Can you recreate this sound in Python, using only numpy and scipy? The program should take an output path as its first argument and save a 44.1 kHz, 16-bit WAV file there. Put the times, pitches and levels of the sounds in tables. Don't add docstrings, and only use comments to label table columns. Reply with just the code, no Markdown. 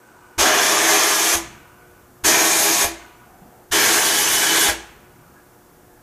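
import sys
import numpy as np
from scipy import signal
from scipy.fft import rfft, irfft
from scipy.io import wavfile

SR = 44100
rng = np.random.default_rng(int(sys.argv[2]) if len(sys.argv) > 2 else 0)


def gain_from_decibels(decibels):
    exponent = np.asarray(decibels, float) / 20
    return 10 ** exponent


def master(y):
    cut = np.clip(np.atleast_2d(y).T, -1, 1)
    pcm = np.round(cut * 32767)
    wavfile.write(sys.argv[1], SR, pcm.astype(np.int16))


N = 265658

# pitch_hz, level_db (per Hz)
FAN_COLOUR = [(20, -1.5), (60, 2.5), (150, 1), (300, -1.5), (600, -4.5), (1000, -5.5), (1600, -9),
              (2100, -17), (3000, -21), (4500, -23), (6500, -18.5), (10000, -19.5), (15000, -17)]
FAN_DB = -49.5
# pitch_hz, level_db
HUM_LINES = [(119.5, -66), (300, -66), (360, -59), (480, -65), (600, -71.5), (720, -64), (840, -68)]
# pitch_hz, width_hz, level_db
GRIND_MODES = [(976, 51, -3.5), (1214, 170, -1.5), (1463, 68, -0.5), (2320, 380, -8), (2880, 62, -15)]
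# start_s, release_s, level_db, fade_db_per_s
GRIND_RUNS = [
    (.0, 2.0, -55, 135),
    (1.2, 1.58, -51.5, 25),
    (2.6, 3.1, -51, 38),
    (4.4, 5.4, -60, 39),
]
GRIND_RISE_DB_PER_S = 90
# start_s, end_s, pitch_hz, width_hz
STROKES = [(-.1, .46, 8120, 60), (3.24, 3.68, 740, 110), (3.35, 3.56, 170, 100), (5.33, 5.45, 1650, 50),
           (5.88, 6.15, 1670, 90), (5.86, 6.15, 870, 70), (4.9, 5.4, 150, 60), (-.05, .46, 1500, 80),
           (.1, .46, 980, 90), (1.76, 2.07, 1500, 60), (3.8, 4.45, 55, 50), (1.36, 1.62, 140, 120)]
STROKE_LEVELS = [-70, -54, -51, -54, -64, -64, -55, -59, -58, -61, -50.5, -49.5]
# start_s, level_db, panel_ring_db (relative to the thump)
THUMPS = [
    (0.3757, -27.5, 2),
    (1.35, -29.5, -1.5),
    (2.231, -33, -2),
    (2.845, -29, -0.5),
    (3.706, -35, -14),
    (4.688, -27, -7),
]
# pitch_hz, swell_s, direction (+1 outward, -1 inward)
PRESSURE_ARRIVES = (77, 0.014, 1)
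# pitch_hz, swell_s, direction
PRESSURE_LEAVES = (75, 0.0096, -1)
# opens_s, shuts_s, ridge_hz, width_hz, ridge_db
VALVE = [
    (0.377, 1.349, 6340, 910, 1),
    (2.235, 2.844, 6560, 500, 1.5),
    (3.71, 4.696, 6360, 1000, -5),
]
# time_s, air_hiss_db, grit_strike_db (above the hiss)
JET_BURSTS = [
    [(.42, -18, 0.5), (.52, -22.5, 3.5), (.63, -20, -1), (.78, -21.5, 0), (.89, -19, -1), (1.0, -19, -1.5),
     (1.11, -20.5, -2.5), (1.17, -20.5, -4.5), (1.345, -19.5, -4.5)],
    [(2.28, -15.5, -3), (2.35, -19.5, 0), (2.46, -17, -5), (2.57, -20, -5), (2.63, -16.5, -6.5),
     (2.7, -17, -3.5), (2.76, -19.5, -6), (2.84, -18, -3.5)],
    [(3.74, -17.5, -1.5), (3.87, -17, -2), (4.11, -19.5, -4.5), (4.19, -18.5, -7), (4.24, -19.5, -4),
     (4.36, -18.5, -6.5), (4.53, -19.5, -2), (4.61, -17, -6.5), (4.68, -19, -1.5)],
]
# pitch_hz, level_db (per Hz)
JET_COLOUR = [(24, -59), (40, -31.5), (287, -10.5), (325, -6), (368, -6), (407, -6), (535, -18),
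              (704, -4.5), (1380, -9.5), (1680, -4.5), (2710, -9), (4920, -8), (6480, -7.5), (13000, -14),
              (15500, -29)]
# pitch_hz, air_share, strike_share (shares of the swing in dB)
JET_FOLLOWS = [(600, 1.02, 1.08), (1300, 0.73, 1.02), (2500, 0.45, 0.6), (6000, 1.14, 0.059),
               (11600, 1.1, -0.41)]
# pitch_hz, fade_s
WORKSHOP_T60 = [(60, 1), (300, 0.69), (1000, 0.94), (2500, 0.93), (5000, 0.48), (7500, 0.52), (10500, 0.35),
                (15000, 0.2)]
# pitch_hz, width_hz, burst1_db, burst2_db,
# burst3_db
LOW_MODES = [(97, 80, -25, -6, -2.5), (200.8, 3.3, 10.5, 12, 11), (247.6, 6.1, -1, -3, 4.5),
             (332, 8.6, 14, 17, 14.5), (408, 9.1, 11.5, 11, 10.5), (500.4, 18, 14.5, 11.5, 13),
             (574.7, 7, 9, 7, 2.5), (623.5, 12.6, 16, 14, 11), (697.5, 17.7, 11.5, 9.5, 1),
             (735, 14, 10, 7.5, -3), (753, 14.4, 6, 3.5, 0), (820, 17, 9.5, 11.5, 10)]
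# pitch_hz, width_hz, burst1_db, burst2_db, burst3_db
HIGH_MODES = [(931, 4.6, -23, -1, 0), (1000, 12, 7.5, 8.5, 3), (1104, 40, 5, 2.5, 0.5),
              (1210, 35, 7, -1, -30), (1316, 33, 0.5, 0.5, -4.5), (1680, 185, 1.5, 0, 2.5),
              (1835, 16, -18, 5, -4), (2090, 11, -5, 3, -20), (2277, 130, -11.5, -19, -2),
              (2377, 106, -2, 3.5, -23), (3018, 96, -8.5, -12, 3), (3296, 240, -3.5, -9, -3.5),
              (5405, 53, -8, 1, -18), (11200, 1630, -5, -9.5, -13)]
SPLIT_TIMES = [.724, 1.282, 1.677, 1.793, 1.979, 2.814, 3.14, 3.163, 3.325, 3.348, 3.372, 3.395, 3.813,
               4.068, 4.254, 4.881, 4.904, 5.206, 5.276, 5.972]
# lowest_hz, highest_hz
SPLIT_RANGE = (4200, 15400)
# narrowest_hz, widest_hz
SPLIT_WIDTH = (900, 2600)


def rms_one(x):
    return x / np.sqrt(np.mean(x ** 2) + 1e-20)


def clock():
    return np.arange(N) / SR


def at_hz(points, hz):
    table = np.array(points)
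    return np.interp(np.log(hz), np.log(table[:, 0]), table[:, 1])


def drift(rate_hz):
    r = np.exp(-80 * np.pi * rate_hz / SR)
    white = rng.standard_normal(N // 40 + 2002)
    slow = signal.lfilter([1], [1, -2 * r, r * r], white)[2000:]
    return np.interp(np.arange(N) / 40, np.arange(len(slow)), rms_one(slow))


def resonance(x, hz, width_hz):
    r = np.exp(-np.pi * width_hz / SR)
    gain = (1 - r * r) / 2
    return signal.lfilter([gain, 0, -gain], [1, -2 * r * np.cos(2 * np.pi * hz / SR), r * r], x)


def bands(length):
    white = rng.standard_normal((2, length))
    edges = 22 * 2 ** np.arange(0, 9.7, 1 / 3)
    for k, (low, high) in enumerate(zip(edges, edges[1:])):
        band = signal.butter(2, [low, high], "band", fs=SR, output="sos")
        yield np.sqrt(low * high), signal.sosfilt(band, white[k % 2])


def burst_starts():
    return [0] + [int((row[0] - .05) * SR) for row in VALVE[1:]] + [N]


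def background(early_hiss_db, early_rumble_db):
    early = clock() < VALVE[0][1]
    fan = 0
    for hz, noise in bands(N):
        lumps_db = 1.5 * drift(3) * (hz < 1500)
        early_db = early_hiss_db * (hz > 8500) + early_rumble_db * (hz < 200)
        fan = fan + gain_from_decibels(at_hz(FAN_COLOUR, hz) + lumps_db + early * early_db) * noise
    hum = 0
    for hz, db in HUM_LINES:
        waver = gain_from_decibels(db + 2.0 + 1.7 * drift(5))
        hum = hum + waver * np.sin(2 * np.pi * hz * clock() + rng.uniform(0, 2 * np.pi))
    return gain_from_decibels(FAN_DB - 1.5) * rms_one(fan) + hum


def grind_db(t):
    runs = []
    for start, stop, db, fade in GRIND_RUNS:
        rise_db = GRIND_RISE_DB_PER_S * np.maximum(start + 0.11 - t, 0)
        runs.append(db - rise_db - fade * np.maximum(t - stop, 0))
    return np.max(runs, axis=0)


def ringing_noise(x, hz, width_hz):
    return rms_one(resonance(resonance(x, hz, width_hz), hz, 2 * width_hz))


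def far_tool():
    t, white = clock(), rng.standard_normal((2, N))
    grind = sum(gain_from_decibels(db) * ringing_noise(white[0], hz, width) for hz, width, db in GRIND_MODES)
    out = gain_from_decibels(grind_db(t) + 1.5 * drift(7.8)) * rms_one(grind)
    for (start, end, hz, width), db in zip(STROKES, STROKE_LEVELS):
        swell = np.clip(np.minimum(t - start, end - t) / .07, 0, 1)
        out += gain_from_decibels(db) * swell * ringing_noise(white[1], hz, width)
    return out


def dying_ring(age, hz, t60, start_db, rise_s):
    return gain_from_decibels(start_db - 60 * age / t60) * np.sin(2 * np.pi * hz * age) * np.minimum(age / rise_s, 1)


def thumps(ring_hz, ring_t60, ring_db, push_hz, push_db, panel_hz, panel_t60):
    out = np.zeros(N)
    swings = [PRESSURE_ARRIVES, PRESSURE_LEAVES] * len(VALVE)
    for (at, db, panel_db), (hz, swell_s, way) in zip(THUMPS, swings):
        age = np.maximum(clock() - at, 0)
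        waves = np.sin(2 * np.pi * hz * age) + gain_from_decibels(push_db) * np.sin(2 * np.pi * push_hz * age)
        swing = age / swell_s * np.exp(1 - age / swell_s) * waves
        ring = dying_ring(age, ring_hz, ring_t60, ring_db, rise_s=0.021)
        panel = dying_ring(age, panel_hz, panel_t60, panel_db, rise_s=0.011)
        out += np.sign(way) * gain_from_decibels(db) * (swing + ring + panel)
    return out


def flow(rise_s, bleed_db_per_s):
    t, out = clock(), np.zeros(N)
    for opens, shuts, *_ in VALVE:
        rise = 1 - np.exp(-(np.maximum(t - opens, 0) / rise_s) ** 1.8)
        out += rise * gain_from_decibels(-bleed_db_per_s * np.maximum(t - shuts, 0))
    return out


def linger(power, t60):
    keep = gain_from_decibels(-120 / (t60 * SR))
    return signal.lfilter([1 - keep], [1, -keep], power + 1e-18)


def jet(surge_db, flicker_db, box_db, shop_db):
    times, air_db, strike_db = np.transpose(np.concatenate(JET_BURSTS))
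    air_db = np.interp(clock(), times, air_db - air_db.mean())
    strike_db = np.interp(clock(), times, strike_db - strike_db.mean())
    follow_hz, air_shares, strike_shares = np.transpose(JET_FOLLOWS)
    pressure, surge = flow(rise_s=0.011, bleed_db_per_s=448), drift(35)
    near, tail = np.zeros(N), np.zeros(N)
    for hz, noise in bands(N):
        air = np.interp(np.log(hz), np.log(follow_hz), air_shares)
        strike = np.interp(np.log(hz), np.log(follow_hz), strike_shares)
        swing_db = air * air_db + strike * strike_db + surge_db * surge + flicker_db * drift(9.4)
        direct = (pressure * gain_from_decibels(swing_db)) ** 2
        t60, colour = at_hz(WORKSHOP_T60, hz), gain_from_decibels(at_hz(JET_COLOUR, hz))
        in_box = direct + gain_from_decibels(2 * box_db) * linger(direct, 0.46 * t60)
        near += colour * np.sqrt(in_box) * noise
        tail += colour * gain_from_decibels(shop_db) * np.sqrt(linger(direct, t60)) * noise[::-1]
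    scale = gain_from_decibels(-22.5) / np.sqrt(np.mean(near ** 2))
    return scale * near, scale * tail


def nozzle(x):
    starts, ridges = burst_starts(), []
    for a, b, (_, _, hz, width, db) in zip(starts, starts[1:], VALVE):
        ridges.append(gain_from_decibels(db) * resonance(x[a:b], hz, width))
    return x + np.concatenate(ridges)


def cabinet(x, plain_db, modes):
    out, lengths = gain_from_decibels(plain_db) * x, np.diff(burst_starts())
    for k, (hz, width, *levels_db) in enumerate(modes):
        sign = (-1) ** k if hz < 900 else 1
        drive = np.repeat(gain_from_decibels(np.array(levels_db)), lengths)
        out = out + sign * drive * resonance(x, hz, width)
    return out


def reflections(x, t60, wet_db, steady):
    hop, length = int(.3 * SR), int(.3 * SR)
    age = np.arange(length) / SR
    dying = gain_from_decibels(-60 * age / t60) * np.minimum(age / .006, 1)
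    treble = signal.sosfilt(signal.butter(2, 1100, "high", fs=SR, output="sos"), x)
    treble, wet = np.pad(treble, (hop, 2 * hop)), np.zeros(N + 3 * hop + length)
    share, lasting = np.clip(steady, 0, 1), rng.standard_normal(length)
    fade = np.sin(np.pi * np.arange(2 * hop) / (2 * hop))
    for a in range(0, N + hop, hop):
        fresh = rng.standard_normal(length)
        echoes = dying * (np.sqrt(share) * lasting + np.sqrt(1 - share) * fresh)
        echoes = echoes / np.sqrt(np.sum(echoes ** 2))
        wet[a:a + 2 * hop + length - 1] += signal.fftconvolve(treble[a:a + 2 * hop] * fade, echoes)
    return x + gain_from_decibels(wet_db) * wet[hop:hop + N]


def split_bands(x, side_db):
    side, frame = np.zeros(N), 2048
    hz = np.arange(frame // 2 + 1) * SR / frame
    window = signal.windows.kaiser_bessel_derived(frame, 4 * np.pi)
    lowest, highest = SPLIT_RANGE
    for centre, draws in zip(SPLIT_TIMES, rng.random((len(SPLIT_TIMES), 2, 2))):
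        a = int(centre * SR) - frame // 2
        width_hz = np.interp(draws[:, 0], [0, 1], SPLIT_WIDTH)
        low_hz = lowest + draws[:, 1] * (highest - lowest - width_hz)
        chosen = ((hz > low_hz[:, None]) & (hz < (low_hz + width_hz)[:, None])).any(axis=0)
        piece = rfft(x[0, a - 300:a - 300 + frame])
        side[a:a + frame] += irfft(piece * chosen) * window
    return x + gain_from_decibels(side_db) * side * [[1], [-1]]


def scene():
    mono = background(early_hiss_db=-3.0, early_rumble_db=-5.5) + far_tool()
    mono = mono + thumps(ring_hz=57.7, ring_t60=0.77, ring_db=-9.5, push_hz=32.4, push_db=-4,
                         panel_hz=335.5, panel_t60=0.58)
    near, tail = jet(surge_db=0.64, flicker_db=0.92, box_db=-8.5, shop_db=-16)
    near = cabinet(nozzle(near), plain_db=-1.0, modes=LOW_MODES + HIGH_MODES)
    near = reflections(near, t60=.11, wet_db=-5.5, steady=.2)
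    tail = cabinet(nozzle(tail), plain_db=4.0, modes=LOW_MODES)
    mono = mono + near + tail
    return np.array([mono, mono])


def low_pass(x):
    return signal.sosfilt(signal.butter(12, 16000, fs=SR, output="sos"), x)


def record(dry):
    rounded = 1.2 * np.tanh(dry / 1.2)
    top_cut = signal.ellip(14, .3, 80, 15040, fs=SR, output="sos")
    mix = split_bands(signal.sosfilt(top_cut, rounded), side_db=-6)
    return low_pass(mix)


dry = scene()
out = record(dry)
master(out)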